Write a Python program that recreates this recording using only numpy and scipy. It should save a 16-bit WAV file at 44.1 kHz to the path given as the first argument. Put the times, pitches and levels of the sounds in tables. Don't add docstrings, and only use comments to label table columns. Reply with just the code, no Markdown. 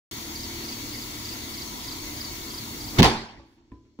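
import sys
import numpy as np
from scipy import signal
from scipy.io import wavfile
from scipy.ndimage import uniform_filter1d

SR = 44100
rng = np.random.default_rng(int(sys.argv[2]) if len(sys.argv) > 2 else 0)


def wav_record(signal):
    frames = np.transpose(np.atleast_2d(signal))
    bounded = np.clip(frames, -1, 1)
    quanta = np.round(bounded * 32767).astype(np.int16)
    wavfile.write(sys.argv[1], SR, quanta)


def undo_db(level):
    steps = np.asarray(level, float) / 20
    return 10 ** steps


N = 176400
TIME = np.arange(N) / SR

START_S = .1112
BANG_S, DUCK_S = 3.008, .005

# pitch_hz, left_right_likeness
STEREO_LIKENESS = [(30, .75), (70, 0.9), (300, .92), (900, .65), (1600, 0.21), (5000, .55), (7800, 0.23),
                   (13500, 0.46), (16000, .25)]
# pitch_hz, lead_rad
LEFT_LEAD = [(0, 0), (950, 0.46), (3530, 12), (4570, 21), (5340, 21.5), (6890, 34), (10900, 36.5),
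             (16200, 61)]
# pitch_hz, left_minus_right_db
LEFT_TILT = [(60, -2.5), (150, -0.5), (380, -1.0), (950, -0.5), (2380, 0.0), (5980, 3.5), (15000, 5)]

# pitch_hz, level_db
RUMBLE_SPECTRUM = [(12, -38), (20, -8.5), (107, -1.5), (176, -11.5), (225, -2.5), (312, 0), (344, -2.5),
                   (520, -25), (600, -15.5), (780, -45.5), (1320, -120)]
RUMBLE_DB, RUMBLE_DUCK_DB = -41, -21.5
# shaft_multiple, level_db
MOTOR_ORDERS = [(1, -4), (2, -3), (3, 0.5), (4, -7), (5, -13), (6, -0.5), (7, -3.5), (8, 0), (9, 0),
                (10, -9.5), (11, -13), (12, -18.5), (13, -16.5)]
SHAFT_HZ, MOTOR_DB, MOTOR_WAVER_DB = 37.33, -44, 3

# start_s, level_db
CHIRPS = [(.35, -32.5), (.641, -32), (.936, -33.5), (1.244, -33), (1.534, -32.5), (1.836, -33),
          (2.163, -32), (2.497, -33), (2.8, -32.5)]
SYLLABLE_GAP_S, SYLLABLE_S, FIRST_SYLLABLE_DB = .0385, .0215, -2
CHIRP_TOP_HZ, CHIRP_END_HZ = 5003, 4405
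WALL_ECHO_S, WALL_ECHO_DB = .006, -7
CHORUS_HZ, CHORUS_WIDTH_HZ, CHORUS_DB, CHORUS_THROB_HZ = 4436, 60, -53.5, 12

# pitch_hz, level_db
HISS_SPECTRUM = [(260, -35), (450, -8), (525, -11), (959, -7), (1470, -13), (2140, -6), (2720, -7.5),
                 (4740, -3), (7600, -11), (9880, -42), (16700, -120)]
HISS_DB, HISS_DUCK_DB = -39, -36
# pitch_hz, level_db
FIZZ_SPECTRUM = [(4290, -31), (7300, -2.5), (7910, -9), (8850, -8), (11200, -5), (12200, -4), (13100, -8),
                 (15100, 0), (15700, -2)]
FIZZ_DB, FIZZ_DUCK_DB, FIZZ_TOP_HZ = -44, -51, 15740
# pitch_hz, width_hz, level_over_hiss_db
JET_RESONANCES = [(983, 50, 4), (1280, 120, 9), (1760, 74, 1.5), (2200, 140, 4), (2950, 500, -2),
                  (3580, 450, 1.5), (4380, 150, 1.5), (5820, 60, 4), (6646, 110, 7)]
RIPPLE_DB = 2.0
# pitch_hz, width_hz, share_of_time
DROPOUT_BANDS = [(2750, 160, .05), (3150, 200, .1), (4060, 170, .07), (5300, 170, .06), (11500, 200, .05),
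                 (13100, 260, .16)]
# start_s, length_s
CALL_HOLES = [(.36, .06), (.47, .03), (.55, .04), (.67, .025), (.76, .02), (.98, .07), (1.17, .03),
              (1.28, .03), (2.17, .05), (2.26, .04)]
HOLE_HZ, HOLE_WIDTH_HZ = 2740, 200

PUFF_S, PUFF_LENGTH_S, PUFF_DB = 3.44, .15, -81

# start_s, thump_db, knock_db, tick_db
LANDINGS = [
    (3.373, -43, -42, -55),
    (3.588, -57, -59.5, -72),
    (3.7, -60, -57, -65.5),
    (3.717, -40, -38, -57),
    (3.85, -66, -54, -64),
    (3.989, -58.5, -27, -52),
]
# pitch_hz, level_db, t60_s
THUMP_MODES = [(60, -0.5, 0.26), (95.3, -2, 0.18), (164.3, -8, 0.17)]
# pitch_hz, level_db, t60_s
KNOCK_MODES = [(278, 1.5, .12), (330, -4, 0.19), (421, -14.5, .12), (1005, -18, 0.23)]
# start_s, pitch_hz, level_db, t60_s
RIM_PINGS = [(2.989, 3885, -20, .06), (3.0215, 4110, -18, .03), (3.029, 4145, -15, .04),
             (3.029, 13920, -27, .025), (3.029, 1700, -19, .05), (3.03, 1041, -17, .12),
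             (3.0, 380, -17, .1), (3.05, 759, -16, .15), (3.115, 878, -28.5, 0.19), (3.373, 1930, -50, .06),
             (3.395, 564, -52.5, 0.16), (3.395, 850, -52, .12), (3.718, 1750, -58, .05),
             (3.718, 2350, -60, .04), (3.718, 1000, -54, .07), (3.75, 1010, -66, .2), (3.4, 1130, -58, .25),
             (3.989, 903, -48.5, .04), (3.989, 1270, -54, .04)]

WHOOSH_S = 2.985
WHOOSH_DB, WHOOSH_DB_PER_S, FLASH_DB, FLASH_DB_PER_S = -36, 60, -28, 800
# start_s, push, pitch_hz, t60_s
PRESSURE_SWINGS = [(2.9847, -0.11, 170, .03), (2.9875, .25, 250, .02), (2.9911, -0.6, 85.8, 0.081),
                   (2.9915, -.4, 220, .015), (2.9995, -1.4, 125, 0.026), (3.0094, 1.1, 174, 0.031),
                   (3.015, 0.46, 269.4, .07), (3.0227, .6, 200, 0.034), (3.035, 0.13, 60, 0.25)]
FRONT_RAD, FRONT_S = .91, .0008
# start_s, level_db, t60_s, brightness_db_per_octave
CRACKS = [(2.985, -17, 0.1, -0.5), (2.988, -15, .04, 1), (2.992, -14.5, 0.06, 0.5), (2.9965, -16, .04, 0),
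          (3.0005, -12, 0.03, 1.5), (3.009, -18, 0.033, -4.5), (3.0214, -8, .018, -1.5),
          (3.0286, -6, .022, 3.5), (3.0326, -15, .04, 0), (3.037, -14, .05, -1.5),
          (3.0435, -11, 0.037, 0.5), (3.048, -15, .05, -1), (3.053, -13.5, 0.049, -1),
          (3.059, -13.5, 0.07, -1), (3.065, -18, .07, -2), (3.075, -23, .08, -2)]
# pitch_hz, level_db
CRACK_SPECTRUM = [(330, -9), (565, -16), (850, -4.5), (1500, -14.5), (3200, -10.5), (5800, -18.5),
                  (9090, -35), (16000, -34)]
# pitch_hz, level_db
TAIL_SPECTRUM = [(25, -34), (60, -8), (180, -12), (328, -6), (569, -20.5), (889, -12), (1200, -20),
                 (4800, -21), (8000, -36)]
TAIL_S, TAIL_DB = 3.029, -30.5
# pitch_hz, t60_s
GARAGE_DECAY = [(60, .6), (250, 0.48), (1000, 0.6), (3000, 0.55), (7000, 0.5), (11000, .36), (15500, .33)]
LATE_DB, LATE_STRETCH = -14, 1.6
# pitch_hz, level_db, t60_s
STEEL_MODES = [(130.6, 0, 0.34), (226.3, -4.5, 0.61), (328, -4, 0.38), (767, -16.5, 0.66), (885, -17, 0.32),
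               (940, -16, 0.43), (1440, -22, 0.33), (2020, -21.5, 0.32), (2750, -22, 0.37),
               (2900, -23, 0.37)]
STEEL_DB = -22
BLAST_LEFT_DB = -1.5

CHOKE_S, CHOKE_END_S, CHOKE_HZ = 3.0125, 3.0205, 8300
EDGE_HZ = 16250


def evened(x):
    return x / np.sqrt(np.mean(x ** 2) + 1e-20)


def read(points, hz):
    f, value = np.transpose(points)
    return np.interp(np.log(hz + 1), np.log(f + 1), value)


def band(points, hz):
    return read(points, hz) - 80 * ((hz < points[0][0]) | (hz > points[-1][0]))


def add(mix, s, sound):
    part = mix[:, round(s * SR):][:, :sound.shape[-1]]
    part += sound[..., :part.shape[1]]


def rise(t, seconds):
    return np.minimum(t / seconds, 1)


def right_first(sound):
    return np.array([np.r_[np.zeros(5), sound[:-5]], sound])


def slow(top_hz):
    t = TIME[::256]
    sines = sum(np.sin(2 * np.pi * (f * t + rng.random())) / np.sqrt(f)
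                for f in top_hz * np.geomspace(.05, 1, 12))
    return np.interp(TIME, t, evened(sines))


def noise(shape_db, size=1024, patchy_db=1.5, count=N):
    frames, hz = count * 2 // size + 3, np.fft.rfftfreq(size, 1 / SR)[:, None]
    a, b, c, d, patch = rng.standard_normal((frames, len(hz), 5)).T
    patch = uniform_filter1d(patch, size=8, axis=0)
    patch = evened(uniform_filter1d(patch, size=5, axis=1))
    same = np.clip(read(STEREO_LIKENESS, hz), 0, 1)
    left = a + 1j * b
    shared = same * left * np.exp(-1j * read(LEFT_LEAD, hz))
    right = shared + np.sqrt(1 - same ** 2) * (c + 1j * d)
    tilt_db = read(LEFT_TILT, hz) / 2
    z = np.array([left * undo_db(tilt_db), right * undo_db(-tilt_db)])
    z *= undo_db(shape_db(hz, np.arange(frames) * size / 2 / SR) + patchy_db * patch)
    return signal.istft(z, window="cosine", nperseg=size, noverlap=size // 2)[1][:, :count]


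def modes(table, seconds):
    t = np.arange(0, seconds, 1 / SR)
    return sum(undo_db(db - 60 * t / t60) * np.sin(2 * np.pi * hz * t) for hz, db, t60 in table)


def ducked(depth_db):
    return undo_db(depth_db * (1 - np.exp(-np.maximum(TIME - BANG_S, 0) / DUCK_S)))


def compressor():
    turns = np.cumsum(SHAFT_HZ * (1 + .006 * slow(3.0))) / SR
    drone = sum(undo_db(db + MOTOR_WAVER_DB * slow(8.0)) * np.sin(2 * np.pi * (k * turns + rng.random()))
                for k, db in MOTOR_ORDERS)
    rumble = evened(noise(lambda hz, s: band(RUMBLE_SPECTRUM, hz), size=4096))
    return ducked(RUMBLE_DUCK_DB) * (undo_db(MOTOR_DB) * evened(drone) + undo_db(RUMBLE_DB - 3) * rumble)


def crickets():
    out, t = np.zeros((2, N)), np.arange(0, SYLLABLE_S, 1 / SR)
    fall = (CHIRP_END_HZ - CHIRP_TOP_HZ) * (t / SYLLABLE_S) ** 1.65
    sides = undo_db(np.array([[-2.5], [1.5]]))
    chance = rng.standard_normal((len(CHIRPS), 3))
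    for (s, db), wobble in zip(CHIRPS, chance):
        for k in range(3):
            hz = (CHIRP_TOP_HZ + fall) * (1 + .0057 * wobble[k])
            flutter = 1 + .29 * np.sin(2 * np.pi * (230 * t + wobble[k - 2]))
            swell = np.sin(np.pi * t / SYLLABLE_S)
            tone = swell * flutter * np.sin(2 * np.pi * np.cumsum(hz) / SR)
            level_db = db - 2.5 + FIRST_SYLLABLE_DB * (k == 0) + 1.6 * wobble[k - 1]
            add(out, s + k * SYLLABLE_GAP_S, undo_db(level_db) * tone * sides)
    out += undo_db(WALL_ECHO_DB) * np.roll(out[::-1], round(WALL_ECHO_S * SR), axis=1)
    far = evened(noise(lambda hz, s: -10 * np.log10(1 + (2 * (hz - CHORUS_HZ) / CHORUS_WIDTH_HZ) ** 4)))
    return (out + undo_db(CHORUS_DB + 3.1 * slow(CHORUS_THROB_HZ)) * far) * ducked(-45)


def dropouts(hz, s):
    runs = uniform_filter1d(rng.standard_normal((len(s), len(DROPOUT_BANDS))), size=4, axis=0)
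    holes = sum((s > start) & (s < start + length) for start, length in CALL_HOLES)
    change_db = -30 * holes * (abs(hz - HOLE_HZ) < HOLE_WIDTH_HZ / 2)
    for (f, width, share), run in zip(DROPOUT_BANDS, runs.T):
        change_db = change_db - 30 * (abs(hz - f) < width / 2) * (run < np.quantile(run, share))
    return change_db


def leak():
    def jet(hz, s):
        peaks = sum(db / (1 + (2 * (hz - f) / w) ** 2) for f, w, db in JET_RESONANCES)
        return peaks + RIPPLE_DB * rng.standard_normal(hz.shape) + dropouts(hz, s)

    hiss = evened(noise(lambda hz, s: band(HISS_SPECTRUM, hz) + jet(hz, s)))
    fizz = evened(noise(lambda hz, s: band(FIZZ_SPECTRUM, hz) + jet(hz, s) - 60 * (hz > FIZZ_TOP_HZ),
                        patchy_db=1.2))
    drift = undo_db(.3 * slow(6.0) - np.clip(TIME - 2.5, 0, .3) * 4)
    hiss = undo_db(HISS_DB) * drift * ducked(HISS_DUCK_DB) * hiss
    return hiss + undo_db(FIZZ_DB) * ducked(FIZZ_DUCK_DB) * fizz


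def puff():
    out, t = np.zeros((2, N)), np.arange(0, PUFF_LENGTH_S, 1 / SR)
    air = evened(noise(lambda hz, s: band([(6500, 0), (15700, -3)], hz), count=len(t)))
    add(out, PUFF_S, undo_db(PUFF_DB) * np.sqrt(np.sin(np.pi * t / PUFF_LENGTH_S)) * air)
    return out


def wheel():
    out, t = np.zeros((2, N)), np.arange(0, .4, 1 / SR)
    for s, thump_db, knock_db, tick_db in LANDINGS:
        scatter = rng.standard_normal((3, len(t)))
        echo = (scatter[0] + .32 * scatter[1:]) * undo_db(-29 - 60 * t / .36)
        echo[:, 0] = [.8, 1]
        thump = modes(THUMP_MODES, .4) * rise(t, .0089)
        knock = signal.fftconvolve(modes(KNOCK_MODES, .4)[None], echo, axes=1)[:, :len(t)] * rise(t, .0033)
        tick = signal.lfilter(*signal.butter(2, 2600, fs=SR), scatter[1:])
        tick = tick * (undo_db(-60 * t / .028) + undo_db(-3 - 60 * t / .5))
        add(out, s, undo_db(thump_db) * thump + undo_db(knock_db - 4.5) * knock + undo_db(tick_db) * tick)
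    return out


def rim():
    out = np.zeros((2, N))
    for s, hz, db, t60 in RIM_PINGS:
        ring = modes([(hz, db, t60), (hz * 1.035, db - 6.5, t60)], .3)
        add(out, s, right_first(ring)[::-1] * rise(np.arange(len(ring)) / SR, .001))
    return out


def whoosh():
    out, t = np.zeros((2, N)), np.arange(SR) / SR
    roar = evened(noise(lambda hz, s: read(TAIL_SPECTRUM, hz) - 5 * np.log2(1 + hz / 500),
                        patchy_db=3.5, count=SR))
    swell = undo_db(WHOOSH_DB + WHOOSH_DB_PER_S * (t - 1))
    flash = undo_db(FLASH_DB + FLASH_DB_PER_S * (t - 1))
    add(out, WHOOSH_S - 1, roar * (swell + flash))
    return out


def pressure():
    out, t = np.zeros((2, N)), np.arange(SR) / SR
    for s, push, hz, t60 in PRESSURE_SWINGS:
        swing = push * undo_db(-60 * t / t60) * np.sin(2 * np.pi * hz * t + FRONT_RAD)
        add(out, s, right_first(swing * rise(t, FRONT_S)))
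    return out


def garage():
    def decay(hz, s):
        early_db = -60 * s / read(GARAGE_DECAY, hz)
        colour_db = read(TAIL_SPECTRUM, hz) - 10 * np.log2(np.maximum(hz / 8000, 1))
        return colour_db - 30 * (hz > FIZZ_TOP_HZ) + np.maximum(early_db, LATE_DB + early_db / LATE_STRETCH)

    out, t = np.zeros((2, N)), np.arange(SR) / SR
    tail = evened(noise(decay, size=512, patchy_db=1.8, count=SR)) * rise(t, .0096)
    steel = modes(STEEL_MODES, 1) * undo_db(1.5 * slow(30.0)[:SR]) * rise(t, .01)
    add(out, TAIL_S, undo_db(TAIL_DB) * tail + undo_db(STEEL_DB) * steel)
    return out


def cracks():
    out, t = np.zeros((2, N)), np.arange(SR // 5) / SR
    for s, db, t60, bright_db in CRACKS:
        def colour(hz, _):
            return read(CRACK_SPECTRUM, hz) - 20 * (hz < 150) + bright_db * np.log2(hz / 3000 + .01)

        burst = evened(noise(colour, size=256, count=len(t)))
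        add(out, s, undo_db(db - 60 * t / t60) * rise(t, .0011) * burst)
    return out


def blast():
    sides = undo_db(np.array([[BLAST_LEFT_DB / 2], [-BLAST_LEFT_DB / 2]]))
    return (whoosh() + pressure() + garage() + cracks()) * sides


def scene():
    return compressor() + crickets() + leak() + puff() + wheel() + rim() + blast()


def top_cut(x):
    return signal.sosfilt(signal.butter(12, 16650, fs=SR, output="sos"), x)


def record(dry):
    x = np.tanh(dry / .94) * .98 * np.clip((TIME - START_S) / .0014, 0, 1)
    high_pass = signal.firwin(127, CHOKE_HZ, window=("kaiser", 9), pass_zero=False, fs=SR)
    treble = signal.oaconvolve(x, high_pass[None], "same")
    choke = np.clip(np.minimum(TIME - CHOKE_S, CHOKE_END_S - TIME) / .0015, 0, 1)
    x = x - treble * choke
    low_pass = signal.firwin(511, EDGE_HZ, window=("kaiser", 9), fs=SR)
    x = signal.oaconvolve(x, low_pass[None], "same")
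    return top_cut(x)


dry = scene()
out = record(dry)
wav_record(out)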